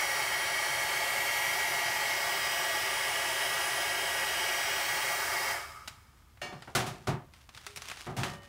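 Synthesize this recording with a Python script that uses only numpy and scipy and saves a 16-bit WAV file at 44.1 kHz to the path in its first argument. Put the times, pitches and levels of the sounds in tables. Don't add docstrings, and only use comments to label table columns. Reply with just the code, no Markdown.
import sys
import numpy as np
from scipy import signal
from scipy.fft import rfft, irfft
from scipy.io import wavfile
from scipy.ndimage import uniform_filter1d

SR = 44100
rng = np.random.default_rng(int(sys.argv[2]) if len(sys.argv) > 2 else 0)


def digitize_waveform(pressure):
    field = np.atleast_2d(pressure).T
    bounded = np.clip(field, -1, 1)
    quanta = np.round(bounded * 32767).astype(np.int16)
    wavfile.write(sys.argv[1], SR, quanta)


N = 373968
T = np.arange(N) / SR


def amp(db):
    return 10 ** (np.asarray(db) / 20)


def unit(x):
    return x / np.sqrt(np.mean(abs(x) ** 2) + 1e-20)


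def read(points, hz):
    f, value = np.transpose(points)
    return np.interp(np.log(hz + 1), np.log(f + 1), value)


def bump(hz, centre, width):
    return np.exp(-.5 * ((hz - centre) / width) ** 2)


def above(hz, corner_hz):
    return hz ** 2 / (hz ** 2 + corner_hz ** 2)


def placed(events):
    track = np.zeros(N)
    for start_s, sound in events:
        part = track[round(start_s * SR):][:len(sound)]
        part += sound[:len(part)]
    return track


def drift(rate_hz):
    control_rate, count = 400, 4096
    hz = np.fft.rfftfreq(count, 1 / control_rate)
    slow = irfft(rfft(rng.standard_normal(count)) * bump(hz, 0, rate_hz))
    return unit(np.interp(T, np.arange(count) / control_rate, slow))


def coloured(x, db_at):
    gain = amp(db_at(np.fft.rfftfreq(len(x), 1 / SR)))
    return unit(irfft(rfft(x) * gain, len(x)))


def ring(modes, rise_s=0.00068):
    t = np.arange(SR) / SR
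    partials = sum(amp(db - 60 * t / t60) * np.sin(2 * np.pi * (hz * t + rng.random()))
                   for hz, db, t60 in modes)
    return partials * (1 - np.exp(-t / rise_s))


def reflected(sound, wet=0.69, t60=0.21, echoes_per_s=2000):
    t = np.arange(SR // 4) / SR
    arrivals = rng.random(len(t)) < echoes_per_s / SR
    echoes = rng.standard_normal(len(t)) * arrivals * amp(-60 * t / t60)
    returned = signal.oaconvolve(sound, echoes / np.linalg.norm(echoes))[:len(sound)]
    return (sound + wet * returned) / np.hypot(1, wet)


# pitch_hz [Hz], level_db [dB]
HUSH_SPECTRUM = [(20, -30), (45, -1.5), (75, 0), (115, -1.5), (165, -12), (280, -16.5), (520, -24.5),
                 (1200, -20.5), (2500, -28), (5000, -31), (10000, -34), (15500, -36)]
HUSH_DB = -60
HUM_HZ, HUM_DB = 74.4, -67


def room():
    hush = coloured(rng.standard_normal(N), lambda hz: read(HUSH_SPECTRUM, hz))
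    hum = unit(np.sin(2 * np.pi * HUM_HZ * T + 0.82 * drift(3)))
    return amp(HUSH_DB) * hush + amp(HUM_DB) * hum


# pitch_hz [Hz], level_db [dB]
DRY_SPECTRUM = [(60, -14), (130, -4), (250, -8.5), (450, -9), (900, -1.5), (1700, 0.5), (3200, -1),
                (4200, -3), (5400, -4), (7000, -8), (9500, -10.5), (15500, -23)]
# start_s [s], length_s [s], level_db [dB]
STROKES = [(6.15, .04, -73), (6.55, 0.57, -63), (7.31, .11, -62.5), (7.517, .22, -56), (7.797, 0.27, -49.5),
           (8.168, .14, -46), (8.41, .07, -59.5)]
STROKE_ATTACK_S, STROKE_RELEASE_T60 = 0.029, 0.27


def slide(gain_db=-1, grains_per_s=1100, smooth=0.15, catch_db=2, grain_spread_db=3):
    uneven_db = grain_spread_db * np.minimum(rng.exponential(1, N), 5)
    sizes = rng.choice([-1, 1], N) * amp(uneven_db)
    grains = sizes * (rng.random(N) < grains_per_s / SR) + smooth * rng.standard_normal(N)
    pressure = np.zeros(N)
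    for start_s, length_s, level_db in STROKES:
        attack = np.clip((T - start_s) / STROKE_ATTACK_S, 0, 1)
        release_s = np.maximum(T - start_s - length_s, 0)
        pressure += attack * amp(level_db - 60 * release_s / STROKE_RELEASE_T60)
    rubbing = coloured(grains, lambda hz: read(DRY_SPECTRUM, hz))
    return amp(gain_db) * rubbing * pressure * amp(catch_db * drift(31))


# pitch_hz [Hz], level_db [dB], t60_s [s]
SHEET_PARTIALS = [(410, 3, 1), (455, -16, .6)]
SHEET_S, SHEET_DB = 7.6655, -57.5


def sheet():
    return placed([(SHEET_S, amp(SHEET_DB) * ring(SHEET_PARTIALS))])


def tick(level_db, treble_db, snap_t60=0.034, tail_t60=0.31, tail_db=-14, treble_hz=5000, uneven_db=2.0):
    t = np.arange(SR // 4) / SR
    knots = np.column_stack([np.geomspace(300, 16000, 40), uneven_db * rng.standard_normal(40)])

    def colour(hz):
        return read(DRY_SPECTRUM, hz) + read(knots, hz) + treble_db * above(hz, treble_hz)
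    snap = coloured(rng.standard_normal(len(t)), colour)
    return amp(level_db) * snap * (amp(-60 * t / snap_t60) + amp(tail_db - 60 * t / tail_t60))


# start_s [s], level_db [dB], treble_db [dB]
TICKS = [(5.876, -38, 1), (5.880, -37, 6), (6.373, -55, -28), (6.416, -39, -20), (6.622, -41.5, -14),
         (7.3367, -50.5, -7), (7.491, -47, -10), (7.5482, -46.5, 0), (7.575, -42.5, -5), (7.6656, -35, 1),
         (7.7607, -37.5, 7), (7.7727, -35, -4), (7.8201, -39.5, 4), (7.886, -39, 4), (7.8992, -38, -2),
         (7.915, -36, -7), (7.9708, -42, -8), (8.2334, -29, -16)]


def ticks():
    return placed((start_s, tick(*snap)) for start_s, *snap in TICKS)


# pitch_hz [Hz], level_db [dB], t60_s [s]
TRAY_PARTIALS = [(569, -3, 1.2), (1180, -0.5, 0.75), (1850, -3, 1.3), (2960, -10, 1.4), (3015, -6, .8)]
TRAY_S, TRAY_DB = 8.2335, -47


def tray():
    return placed([(TRAY_S, amp(TRAY_DB) * ring(TRAY_PARTIALS))])


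# pitch_hz [Hz], level_db [dB]
TABLE_SPECTRUM = [(35, -15), (80, -0.5), (140, 3.5), (230, -1), (450, -7.5), (800, -3), (1400, -4.5),
                  (2200, -7.5), (3400, -10), (6000, -13.5), (10000, -18), (15500, -28)]
# pitch_hz [Hz], width_hz [Hz], level_db [dB]
TABLE_MODES = [(120, 16, 3.5), (150, 21, 4), (223, 16, 2), (376, 23, 10.5), (546, 22, 1.5), (722, 50, 6),
               (910, 42, 1.7), (1070, 30, 0), (1204, 35, 5), (1430, 60, 0), (3370, 120, 0)]
# pitch_hz [Hz], ring_factor [ratio applied to a contact's t60]
TABLE_DAMPING = [(100, 1.2), (1000, 1.13), (3000, 0.98), (12000, 0.77)]


def knock(level_db, bass_db, treble_db, t60, rise_s, bass_hz=260, treble_hz=2800, bass_lag_s=0.0023):
    def colour(hz):
        modes_db = sum(db * bump(hz, f, w) for f, w, db in TABLE_MODES)
        tilt_db = bass_db * (1 - above(hz, bass_hz)) + treble_db * above(hz, treble_hz)
        return read(TABLE_SPECTRUM, hz) + modes_db + tilt_db
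    body = coloured(rng.standard_normal(SR), colour)
    hz, t, z = signal.stft(body, SR, nperseg=256)
    hz = hz[:, None]
    swell = 1 - (1 - above(hz, bass_hz)) * np.exp(-t / bass_lag_s)
    decay = amp(-60 * t / (t60 * read(TABLE_DAMPING, hz)))
    body = signal.istft(z * swell * decay, SR, nperseg=256)[1][:SR]
    return amp(level_db) * body * (1 - np.exp(-np.arange(SR) / SR / rise_s))


SETTLE_S, SETTLE_BASS_DB, SETTLE_TREBLE_DB, SETTLE_RING = .01, 6.5, -14.5, 1.44
RISE_S = .0015


def blow(level_db, bass_db, treble_db, t60, settle_db, heavy=.8):
    def contact(level_db, bass_db, treble_db, t60):
        return knock(level_db, bass_db, treble_db, t60, RISE_S * amp(heavy * bass_db))
    first = contact(level_db, bass_db, treble_db, t60)
    settling = contact(level_db + settle_db, bass_db + SETTLE_BASS_DB,
                       treble_db + SETTLE_TREBLE_DB, t60 * SETTLE_RING)
    lag = round(SETTLE_S * SR)
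    first[lag:] += settling[:len(first) - lag]
    return first


# [dB, relative to the first contact]
BLOWS = [(6.4155, -43, -17, -0.5, 0.39, 0), (6.524, -40.5, 3, -13, 0.22, -8),
         (6.674, -41.5, -9, -21, 0.19, -12), (6.7501, -23.5, -5, 3.5, 0.29, -6),
         (6.798, -34, -2, -4, 0.4, -12), (6.862, -36.5, 3, 5, .33, -6), (7.071, -28.5, -3, -5.5, .22, 1.5),
         (8.066, -34.5, -0.5, -23, 0.36, -6.5), (8.165, -36.5, 1.5, 5, .39, 4.5),
         (8.2336, -32, -10, -3, 0.25, -15), (8.333, -46, 1, -2, 0.19, -14)]


def blows():
    return placed((start_s, blow(*hit)) for start_s, *hit in BLOWS)


# pitch_hz [Hz], level_db [dB], t60_s [s]
STAND_PARTIALS = [(587, -3.5, 0.41), (730, -8, 0.3), (912, -11, .3), (1250, -16, .3), (1685, -10, .35),
                  (1840, -2.5, 0.36), (2260, -4.5, 0.37), (2290, -6, .3), (2560, -13, .3), (2820, -6, .42),
                  (3056, -10, 0.33), (3467, -9, 0.32), (3900, -22, 0.36), (4290, -11.5, 0.53),
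                  (4560, -15, 0.36), (5050, -21, .5), (5286, -17, .6), (5650, -20, .45), (6304, -18, .4),
                  (7000, -19, .35), (8350, -22, 0.29), (9400, -26, .35)]
CLINK_S, CLINK_DB = 6.4155, -36.5


def stand_clink():
    return placed([(CLINK_S, amp(CLINK_DB) * reflected(ring(STAND_PARTIALS)))])


SHAFT_HZ, COLD_SAG_HZ, WARM_UP_S = 274.25, .6, .6
OFF_S, COAST_S = 5.525, .37


def shaft_speed():
    running = SHAFT_HZ - COLD_SAG_HZ * np.exp(-T / WARM_UP_S)
    return running / (1 + np.maximum(T - OFF_S, 0) / COAST_S)


def slowed():
    return np.log2(SHAFT_HZ / shaft_speed())


# pitch_hz [Hz], level_db [dB], t60_s [s]
HOUSING_PARTIALS = [(1180, -2, 0.099), (1282, 1.5, 0.12), (1384, -3, 0.066)]
CHATTER_DB, CHATTER_FALL_DB, TAPS_PER_TURN = -41, 21, .42
CRITICAL_HZ, CRITICAL_WIDTH_HZ, CRITICAL_DB = 155, 12, 10


def chatter(jitter=0.065, uneven=0.37, onset_s=0.048):
    speed = shaft_speed()
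    resonance_db = CRITICAL_DB * bump(speed, CRITICAL_HZ, CRITICAL_WIDTH_HZ)
    level_db = CHATTER_DB - CHATTER_FALL_DB * slowed() + resonance_db
    tap_rate = TAPS_PER_TURN * speed * (1 + jitter * drift(40.2))
    tap_count = np.floor(np.cumsum(tap_rate) / SR)
    taps = np.diff(tap_count, prepend=0) * (1 + uneven * drift(60))
    rattle = unit(signal.oaconvolve(taps, ring(HOUSING_PARTIALS))[:N])
    return rattle * amp(level_db) * np.clip((T - OFF_S) / onset_s, 0, 1)


# time_s [s], upright [0 slanted to 1 upright]
POSE = [(0, .03), (2.1, 0), (2.5, .85), (3.5, 0.91), (4.7, 0.86), (5.15, .22)]


def upright(t):
    return np.interp(t, *np.transpose(POSE))


# pitch_hz [Hz], level_db [dB]
AIR_SPECTRUM = [(30, -30), (50, -15), (90, -23), (122, -1), (175, -12.5), (250, -13), (500, -12.5),
                (1000, 0), (2000, -0.56), (3500, -7), (6000, -7.5), (10000, -12), (15500, -16.5)]
# [dB, when the gun stands upright]
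DUCTS = [(385.2, 44, 15, 1), (551.4, 32, 16, 0), (686, 50.3, 15.5, 1.1), (851.6, 35, 15.5, -3),
         (949, 26, 8, -0.7), (1184, 34, 8.5, 0.4), (1500, 13, 6, 3), (1748, 110, 5.6, -0.5),
         (2007, 29, 8, 0), (2126, 30.5, 12, -2.5), (2253, 62, 12.5, -2.5), (2546, 69, 4.5, 2.9),
         (2910, 99, 7.5, 4), (3159, 52, 12.5, -1), (3306, 49, 6, 3), (3784, 56, 2, 5), (4440, 160, 7.5, -5),
         (5007, 144, 5.5, 4), (5450, 73, 3, 3), (6330, 89, 1.5, 0.5), (7860, 650, 3, -1.5),
         (10577, 540, 4, -5)]
# pitch_hz [Hz], width_hz [Hz], level_db [dB]
FREE_NOZZLE = [(1250, 140, 2.5), (2170, 150, 0), (2920, 510, -4), (4400, 200, -4), (5060, 260, 3),
               (13750, 150, 5)]
LIFT_S, LIFT_TAKES_S = 4.98, 0.33
RUSH_DB, RUSH_FALL_DB = -32.5, 24.5


def rush(patchy_db=0.45, echo_db=2.0, flutter_db=0.25, bright_hz=4000, slant_dull_db=0.4, duct_fade=0.29):
    hz, t, z = signal.stft(rng.standard_normal(N), SR, nperseg=2048, noverlap=1536)
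    hz = hz[:, None]
    tipped_up = upright(t)
    lifted = np.clip((t - LIFT_S) / LIFT_TAKES_S, 0, 1)
    driven = np.exp(-duct_fade * np.interp(t, T, slowed()))
    ducts = sum(bump(hz, f, w) * (db + change_db * tipped_up) for f, w, db, change_db in DUCTS)
    nozzle = sum(db * bump(hz, f, w) for f, w, db in FREE_NOZZLE)
    slant = slant_dull_db * (1 - tipped_up) * above(hz, bright_hz)

    def patches(bins, frames):
        across_pitch = uniform_filter1d(rng.standard_normal(z.shape), size=bins, axis=0)
        return unit(uniform_filter1d(across_pitch, size=frames, axis=1))
    eddies = patches(16, 6)
    comb = patches(3, 70)
    field = read(AIR_SPECTRUM, hz) - slant + driven * ducts + lifted * nozzle
    field = field + patchy_db * eddies + echo_db * comb * above(hz, 1160)
    air = signal.istft(z * amp(field), SR, nperseg=2048, noverlap=1536)[1][:N]
    level_db = RUSH_DB - RUSH_FALL_DB * slowed()
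    return air / np.std(air[T < OFF_S]) * amp(level_db + flutter_db * drift(20))


# [dB, when the gun stands upright]
FAN_ORDERS = [(5, -52, -1.5), (6, -49, 4.5), (7, -40, -1.5), (8, -45, -6.5), (10, -51.5, -4), (13, -71, 14),
              (14, -56, -2), (15, -62, 4), (16, -68, 2), (17, -60, -2.5), (18, -62, -5), (20, -55, 0.5),
              (21, -50, 0), (23, -56, -10), (29, -61.5, 5), (30, -58, -8), (31, -64, 4), (32, -59, -1),
              (34, -64.5, 5), (35, -56, 1.5), (38, -59, 3), (39, -59, 4.5), (41, -62, -3), (46, -56, -8),
              (50, -61, -5), (51, -58, 6), (52, -59, 1), (56, -60, 1)]
BLADES, WEAK_ORDER_DB = 7, -65.5
WHINE_FALL_DB = 35


def whine(shake=0.0089, fade=0.57, flicker=0.18, coast_db=40, wander_hz=.1):
    speed = shaft_speed() + wander_hz * drift(1)
    level_db = -WHINE_FALL_DB * slowed()
    tipped_up = upright(T)
    angle = 2 * np.pi * np.cumsum(speed) / SR + shake * drift(25)
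    strong = {round(order): (db, change_db) for order, db, change_db in FAN_ORDERS}
    unpowered = amp(-coast_db * (1 - speed / speed.max()))
    tones = np.zeros(N)
    for order in range(2, 58):
        db, change_db = strong.get(order, (WEAK_ORDER_DB, 0))
        depth = fade * above(order * SHAFT_HZ, 3700)
        swell = (1 + depth * drift(0.84)) / np.hypot(1, depth)
        phase = order * angle + depth * drift(1.9) + 2 * np.pi * rng.random()
        line = (1 + flicker * drift(11)) * np.cos(phase)
        power = 1 if order == BLADES else unpowered
        tones += amp(db + change_db * tipped_up) * swell * line * power
    return np.sqrt(2) * tones * amp(level_db)


def scene():
    handling = slide() + sheet() + ticks() + tray() + blows() + stand_clink()
    heat_gun = chatter() + rush() + whine()
    mix = room() + handling + heat_gun
    return np.array([mix, mix])


def record(dry):
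    low_pass = signal.firwin(1023, 15780, window=("kaiser", 9), fs=SR)
    return signal.oaconvolve(dry, low_pass[None], "same")


dry = scene()
out = record(dry)
digitize_waveform(out)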